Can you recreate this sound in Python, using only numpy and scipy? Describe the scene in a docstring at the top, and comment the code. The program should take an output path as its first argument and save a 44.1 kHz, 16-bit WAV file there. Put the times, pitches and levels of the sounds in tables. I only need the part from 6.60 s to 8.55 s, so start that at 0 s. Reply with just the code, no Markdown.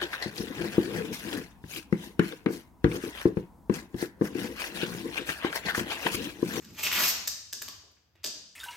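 """Tape pulled off a roll

Adhesive tape peels at a workbench in a bare, live workshop, two metres from a phone.
The long pull is a dense crackle of random slips; single snaps are noise bursts that ring strip, roll and bench.
Soft handling rustles are grainy noise. The wall behind the bench doubles the snaps and the room rings on,
as early echoes and a decaying noise tail. A low rumble and faint hiss, both filtered noise, lie underneath."""
import sys
import numpy as np
from scipy import signal
from scipy.fft import rfft, irfft, next_fast_len
from scipy.io import wavfile
from scipy.ndimage import uniform_filter1d

SR = 44100
rng = np.random.default_rng(int(sys.argv[2]) if len(sys.argv) > 2 else 0)


def log_audio(samples):
    """Write samples as a 16-bit WAV file to the path given in sys.argv[1]."""
    # one column per channel
    frames = np.atleast_2d(samples).T
    # limit to full scale, then quantise
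    limited = np.clip(frames, -1, 1)
    pcm = np.round(limited * 32767).astype(np.int16)
    wavfile.write(sys.argv[1], SR, pcm)


N = 85995
TIME_S = np.arange(N) / SR
FFT_SIZE = next_fast_len(N + SR, real=True)
FREQ_HZ = np.arange(FFT_SIZE // 2 + 1) * SR / FFT_SIZE + 1e-3  # offset avoids log(0)
LEFT_RIGHT = np.array([[1], [-1]])


def undb(db):
    """Amplitude factor of a level in dB."""
    return 10 ** (np.asarray(db) / 20)


def unit(x):
    """Scales to an RMS of one."""
    return x / np.sqrt(np.mean(x ** 2))


def over_hz(table):
    """Second column of a table, interpolated over log frequency."""
    a = np.array(table)
    return np.interp(np.log(FREQ_HZ), np.log(a[:, 0]), a[:, 1])


def shape(x, gain):
    """Filters by multiplying the spectrum."""
    return irfft(rfft(x, FFT_SIZE) * gain, FFT_SIZE)[..., :N]


def causal(gain):
    """Minimum-phase response with this gain, by folding the cepstrum."""
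    cepstrum = irfft(np.log(gain + 1e-5), FFT_SIZE)
    cepstrum[1:FFT_SIZE // 2] *= 2
    cepstrum[FFT_SIZE // 2 + 1:] = 0
    return np.exp(rfft(cepstrum))


def bands(edges_hz):
    """Gains that split the spectrum at the edges and sum to one."""
    lows = [1 / (1 + (FREQ_HZ / edge) ** 6) for edge in edges_hz]
    lows.append(np.ones_like(FREQ_HZ))
    return [lows[0]] + [upper - lower for lower, upper in zip(lows, lows[1:])]


def in_bands(x, edges_hz):
    """The bands of each row, each scaled to unit energy."""
    responses = irfft([causal(g) for g in bands(edges_hz)], FFT_SIZE)[:, :1024]
    y = signal.fftconvolve(x[:, None], responses[None], axes=2)
    return y / np.sqrt(np.sum(y ** 2, axis=2, keepdims=True))


def walk(rate_hz):
    """Random levels held 1 / rate_hz and slewed; RMS of one."""
    hold = int(SR / rate_hz)
    steps = np.repeat(rng.standard_normal(N // hold + 1), hold)
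    return unit(uniform_filter1d(steps, hold)[:N])


def burst(count, rise_s, fall_s):
    """Rows of short noise bursts, evened out in spectrum, of unit energy."""
    t = np.arange(256) / SR
    env = (1 - np.exp(-t / rise_s)) * np.exp(-t / fall_s)
    spectrum = rfft(rng.standard_normal((count, len(t))) * env)
    b = irfft(spectrum / np.abs(spectrum)) * np.sqrt(env)
    return b / np.sqrt(np.sum(b ** 2, axis=1, keepdims=True))


# peel before strip and room: t/s, 2-3.3 kHz level/dB,
# then relative levels/dB: below 950 Hz, 950-2000 Hz, 3.3-10 kHz, above 10 kHz
PULL_BANDS = [(0, -78.5, 3, 10, 14.5, 9), (.052, -72, -16, 3, -5.5, -7), (.138, -74, 3.5, 2, 4.5, 8),
              (.18, -52, -14.5, -3, -6, -4.5), (.196, -41.5, -3.5, -5.5, -3.5, -2),
              (.212, -53.5, -0.5, -6, -2, -2.5), (.234, -39.5, -12, -1.5, 2.5, 8),
              (.255, -36.5, -2.5, -5.5, -6.5, -3), (.288, -49, -13.5, 3.5, -7.5, -8),
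              (.3, -57.5, -3, -3, -1, 0), (.313, -45.5, -13.5, 5, -7, -5.5),
              (.324, -39, -11.5, -1.5, -6.5, 0), (.404, -37.5, 0, 2, -3.5, 2),
              (.496, -45, -11, -6.5, 6, 12), (.53, -56, -0.5, 2, -4, 2.5)]
# big slips within the pull: t/s, level over the smallest slip/dB
BIG_SLIPS = [(0.2661, 27.5), (0.2863, 9), (0.3149, 26), (0.3264, 26), (0.346, 18), (0.3559, 19), (.375, 17),
             (.386, 21), (0.403, 19.5), (0.418, 18), (0.4368, 15.5)]
PULL_SPLITS_HZ = (950, 2000, 3300, 10000)
PULL_FADE_S, SLIPS_PER_S, SLIP_SCATTER_DB, SLIP_S, PATCHY_DB = .012, 2200, 3.5, 0.00059, 1.7


def pull():
    """Stick and slip: dense uneven clicks, in patches, with big jerks; five bands follow the pull."""
    a = np.array(PULL_BANDS)
    hit, size, sign = rng.random(N), rng.exponential(size=N), rng.standard_normal(N)
    click_db = np.minimum(size, 2) * SLIP_SCATTER_DB + PATCHY_DB * walk(119.9)
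    clicks = (hit < SLIPS_PER_S / SR) * undb(click_db)
    grains = signal.lfilter([1], [1, -np.exp(-1 / (SLIP_S * SR))], clicks) * sign

    jerk_bursts = burst(len(BIG_SLIPS), SLIP_S / 4, 2 * SLIP_S)
    for (s, db), b in zip(BIG_SLIPS, jerk_bursts):
        grains[int(s * SR):][:len(b)] += undb(db) * np.sqrt(SLIP_S * SR / 2) * b

    db, bass, low, high, top = (np.interp(TIME_S, a[:, 0], a[:, k]) for k in range(1, 6))
    band_db = db + np.array([bass, low, 0 * TIME_S, high, top])
    parts = in_bands(grains[None], PULL_SPLITS_HZ)[0, :, :N] * np.sqrt(N)
    gate = np.clip((a[-1, 0] - TIME_S) / PULL_FADE_S, 0, 1)
    return strip(gate * np.sum(parts * undb(band_db), axis=0))


# taut strip: t/s, f/Hz
STRIP_PITCH = [(.25, 2470), (.35, 2500), (.41, 2050), (.435, 2570), (.47, 2000)]
STRIP_WIDTH_HZ, STRIP_DB = 565, 5


def strip(x):
    """Adds the taut strip's one broad resonance, its centre gliding."""
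    turn = np.exp(2j * np.pi * np.cumsum(np.interp(TIME_S, *np.array(STRIP_PITCH).T)) / SR)
    pole = np.exp(-np.pi * STRIP_WIDTH_HZ / SR)
    # shift the centre to 0 Hz, low-pass, shift back
    resonance = turn * signal.lfilter([1 - pole], [1, -pole], x / turn)
    return x + 2 * undb(STRIP_DB) * np.real(resonance)


# snaps and ticks before ringing and room: t/s, 950-3000 Hz level over 10 ms/dB,
# then relative levels/dB: below 950 Hz, 3-4.5 kHz, 4.5-10 kHz, above 10 kHz; strip f/Hz
SNAPS = [(0.021, -64.5, -17, -8, -13, -2, 1630), (.046, -64, -31, 5, 4, 4.5, 1640),
         (0.185, -50.5, -8, -10, -9, -0.5, 1140), (0.6745, -48, -4, 9, 14.5, 16, 1730),
         (0.928, -52, -4.5, 8, 12.5, 9.5, 1666), (1.0185, -48, -5, 1.5, 4.5, 7, 1670),
         (1.0815, -52.5, -4, 6, 2.5, 5, 1110), (1.313, -83.5, 10.5, -7, -11, 8, 1510),
         (1.633, -65.5, -26, 5, 7, -16.5, 2030), (1.6417, -51, 7, 13, 11.5, 10, 1670),
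         (1.651, -61.5, 2.5, -9, 2, -1.5, 1830), (1.660, -55, 3.5, 12.5, 14, 2, 1720),
         (1.671, -60.5, 10, 3, 13, 7, 1710)]
# bench and roll modes: f/Hz, level/dB, t60/s
BENCH_RINGS = [(291, 3.5, 0.087), (421, -6.5, .08), (603.6, 5, 0.057), (2376, -6, 0.04), (3690, -6, 0.0078),
               (4936, -1, 0.011)]
SNAP_SPLITS_HZ = (950, 3000, 4500, 10000)
SNAP_RISE_S, SNAP_FALL_S = 0.0002, 0.0014
SNAP_RING_DB, SNAP_RING_T60_S = 10.5, 0.014
THUMP_CYCLES, THUMP_TOP_HZ = 6.53, 747


def snaps():
    """Millisecond bursts weighted by band; strip, roll and bench ring, the thump falls in pitch."""
    out = 0
    split_bursts = in_bands(burst(len(SNAPS), SNAP_RISE_S, SNAP_FALL_S), SNAP_SPLITS_HZ)
    for (s, db, bass, *treble, hz), b in zip(SNAPS, split_bursts):
        gains = undb(db + np.array([bass, 0, *treble]))
        one = rfft(np.sqrt(SR / 100) * gains @ b, FFT_SIZE)
        strip_ring = 1 + ring(hz, SNAP_RING_DB, SNAP_RING_T60_S)
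        out = out + one * strip_ring * np.exp(-2j * np.pi * FREQ_HZ * s)
    # all-pass: below THUMP_TOP_HZ, lower comes later
    x = np.clip(FREQ_HZ / THUMP_TOP_HZ, .1, 1)
    late = np.exp(-2j * np.pi * THUMP_CYCLES * (np.log(x) - x + 1))
    bench = 1 + sum(ring(*mode) for mode in BENCH_RINGS)
    return irfft(out * late * bench, FFT_SIZE)[:N]


def ring(hz, db, t60_s):
    """Response of one exponentially decaying mode."""
    return undb(db) / (1 + 2j * (FREQ_HZ - hz) * np.pi * t60_s / np.log(1000))


# handling rustles and bumps before the room: t/s, decay/s, level/dB, centre f/Hz
RUSTLES = [(0.935, 0.04, -54, 316), (1.236, 0.037, -62.5, 497), (1.37, 0.01, -71, 1580),
           (1.5538, 0.073, -69, 1960), (1.555, 0.026, -68, 400)]


def rustles():
    """Grainy noise in one broad band, opened by a 2 ms tap, decaying, cut after two decay times."""
    out = 0
    for s, decay_s, db, hz in RUSTLES:
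        band = 1 / (1 + ((FREQ_HZ - hz ** 2 / FREQ_HZ) / hz) ** 4)
        grain = unit(shape(rng.standard_normal(N) * undb(2 * walk(440)), band))
        env = np.exp(-np.abs(TIME_S - s) / decay_s) + 2 * (TIME_S < s + .002)
        gate = (TIME_S > s) * (TIME_S < s + 2 * decay_s)
        out = out + grain * undb(db) * env * gate
    return out


# first echoes: delay/s, levels/dB: below 3.3 kHz, 3.3-10 kHz, above 10 kHz; left over right/dB
ECHOES = [(.0036, -6.5, 5.5, -0.5, 3), (.0075, -19.5, -13, -6, -10), (0.01, -7, -7, -11.5, -4)]
# tail bands: f/Hz, t60/s, level/dB, likeness of left and right (0-1)
ROOM_TAIL = [(149, 0.74, 1.5, 0), (397, 0.73, 1, 0), (1000, 0.7, 4.5, 0), (2220, 0.65, -1, 0),
             (3670, 0.75, 6.5, 0), (5700, 0.71, 14.5, 0.2), (7520, 0.15, 3.5, 0.2), (9000, 0.32, 2, .7),
             (12600, 0.3, 2.5, 0.3), (16430, 0.44, -10, .7)]
ECHO_SPLITS_HZ, ECHO_SMEAR_S = (3300, 10000), 0.00059
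DIRECT_PAN_DB, TAIL_PAN_DB = -1, 1.5  # left over right
TAIL_START_S = 0.0082  # fades in from 0.5 to 1.5 times this


def room():
    """Left and right spectrum: direct sound, smeared first echoes, noise tail decaying by band."""
    out = undb(DIRECT_PAN_DB * LEFT_RIGHT / 2) + 0j * FREQ_HZ
    split = bands(ECHO_SPLITS_HZ)
    smear = burst(2 * len(ECHOES), ECHO_SMEAR_S / 4, ECHO_SMEAR_S).reshape(len(ECHOES), 2, -1)
    for (s, low, mid, top, pan), b in zip(ECHOES, smear):
        both = rfft(b[0] + .5 * LEFT_RIGHT * b[1], FFT_SIZE) * np.exp(-2j * np.pi * FREQ_HZ * s)
        colour = sum(g * undb(db) for g, db in zip(split, (low, mid, top)))
        out = out + both * undb(pan * LEFT_RIGHT / 2) * colour

    a, t, tail = np.array(ROOM_TAIL), TIME_S[:SR], 0
    noise = rfft(rng.standard_normal((2, SR)), FFT_SIZE)
    tail_bands = bands(np.sqrt(a[1:, 0] * a[:-1, 0]))
    for (_, t60_s, db, like), g in zip(ROOM_TAIL, tail_bands):
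        like = np.clip(like, -.99, .99)
        mid, side = irfft(noise * g, FFT_SIZE)[:, :SR] * np.sqrt([[1 + like], [1 - like]])
        decay = undb(db - 60 * t / t60_s) / np.sqrt(SR * t60_s / np.log(1000))
        tail = tail + (mid + LEFT_RIGHT * side) * decay
    fade_in = np.clip(t / TAIL_START_S - .5, 0, 1)
    return out + rfft(tail * undb(TAIL_PAN_DB * LEFT_RIGHT / 2) * fade_in, FFT_SIZE)


# rumble: t/s, deep level/dB, upper level/dB
RUMBLE = [(0.0, -65, -60), (0.124, -57.5, -48.5), (0.218, -59, -64), (0.396, -54, -50), (0.9, -67.5, -82),
          (1.112, -61, -62), (1.21, -64, -89), (1.428, -75.5, -82), (1.618, -65.5, -93),
          (1.802, -69, -74.5), (1.95, -83, -73)]
# deep and upper rumble: centre f/Hz, width/Hz
RUMBLE_BANDS = [(80, 50), (190, 148)]
RUMBLE_SIDE_DB = -15.5


def rumble():
    """Two bands of low noise, wavering in level, nearly alike in both ears."""
    a, out = np.array(RUMBLE), 0
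    for k, (hz, width_hz) in enumerate(RUMBLE_BANDS):
        band = 1 / (1 + ((FREQ_HZ - hz ** 2 / FREQ_HZ) / width_hz) ** 2)
        mid, side = shape(rng.standard_normal((2, N)), band)
        both = (mid + undb(RUMBLE_SIDE_DB) * LEFT_RIGHT * side) / np.std(mid)
        out = out + both * undb(np.interp(TIME_S, a[:, 0], a[:, k + 1]))
    return out


# hiss spectrum: f/Hz, relative level/dB
HISS_COLOUR = [(200, -1), (1000, -6.5), (2500, -10.5), (5300, -20.5), (8000, -30.5), (13000, -21),
               (16000, -23.5)]
HISS_DB = -75


def hiss():
    """Steady coloured noise above 150 Hz, independent in each ear."""
    gain = undb(over_hz(HISS_COLOUR)) * (FREQ_HZ > 150)
    return unit(shape(rng.standard_normal((2, N)), gain)) * undb(HISS_DB)


# colour of all tape sounds: f/Hz, level/dB
TAPE_COLOUR = [(70, -20), (250, -3), (900, -4.5), (2600, -2), (3700, -3), (6000, 0.5), (8500, 0),
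               (12500, 6.5), (15300, -3.5), (16200, -26.5)]
SNAP_PAN_DB = 0.5


def scene():
    """Tape sounds through the room; snaps and rustles sit slightly left of the pull."""
    path = causal(undb(over_hz(TAPE_COLOUR))) * room()
    moved = undb(SNAP_PAN_DB * LEFT_RIGHT / 2)
    tape = shape(pull(), path) + moved * shape(snaps() + rustles(), path)
    return tape + rumble() + hiss()


# two ports: f/Hz, phase by which left leads/rad
PORT_PHASE = [(1800, -0.5), (4500, 0.27), (6800, -0.5), (9000, -1), (10200, -2), (11500, -2.5), (13000, -5),
              (16200, -9)]
# colour of the half sum: f/Hz, level/dB
MID_COLOUR = [(7500, -0.5), (9000, -3.5), (9700, -15.5), (10200, -32), (10800, -10.5), (11600, 2)]
# colour of the half difference: f/Hz, level/dB
SIDE_COLOUR = [(1000, -3.5), (5000, 1), (9000, -1.5), (10200, -3.5), (15000, -4.5)]
TOP_HZ = 16300


def record(dry):
    """Ports drift apart in treble phase; their sum is notched near 10 kHz; the top is cut."""
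    left, right = shape(dry, np.exp(.5j * over_hz(PORT_PHASE) * LEFT_RIGHT))
    mid = shape((left + right) / 2, causal(undb(over_hz(MID_COLOUR))))
    side = shape((left - right) / 2, causal(undb(over_hz(SIDE_COLOUR))))
    low_pass = signal.ellip(10, .2, 90, TOP_HZ, fs=SR, output="sos")
    return signal.sosfilt(low_pass, [mid + side, mid - side])


dry = scene()
out = record(dry)
log_audio(out)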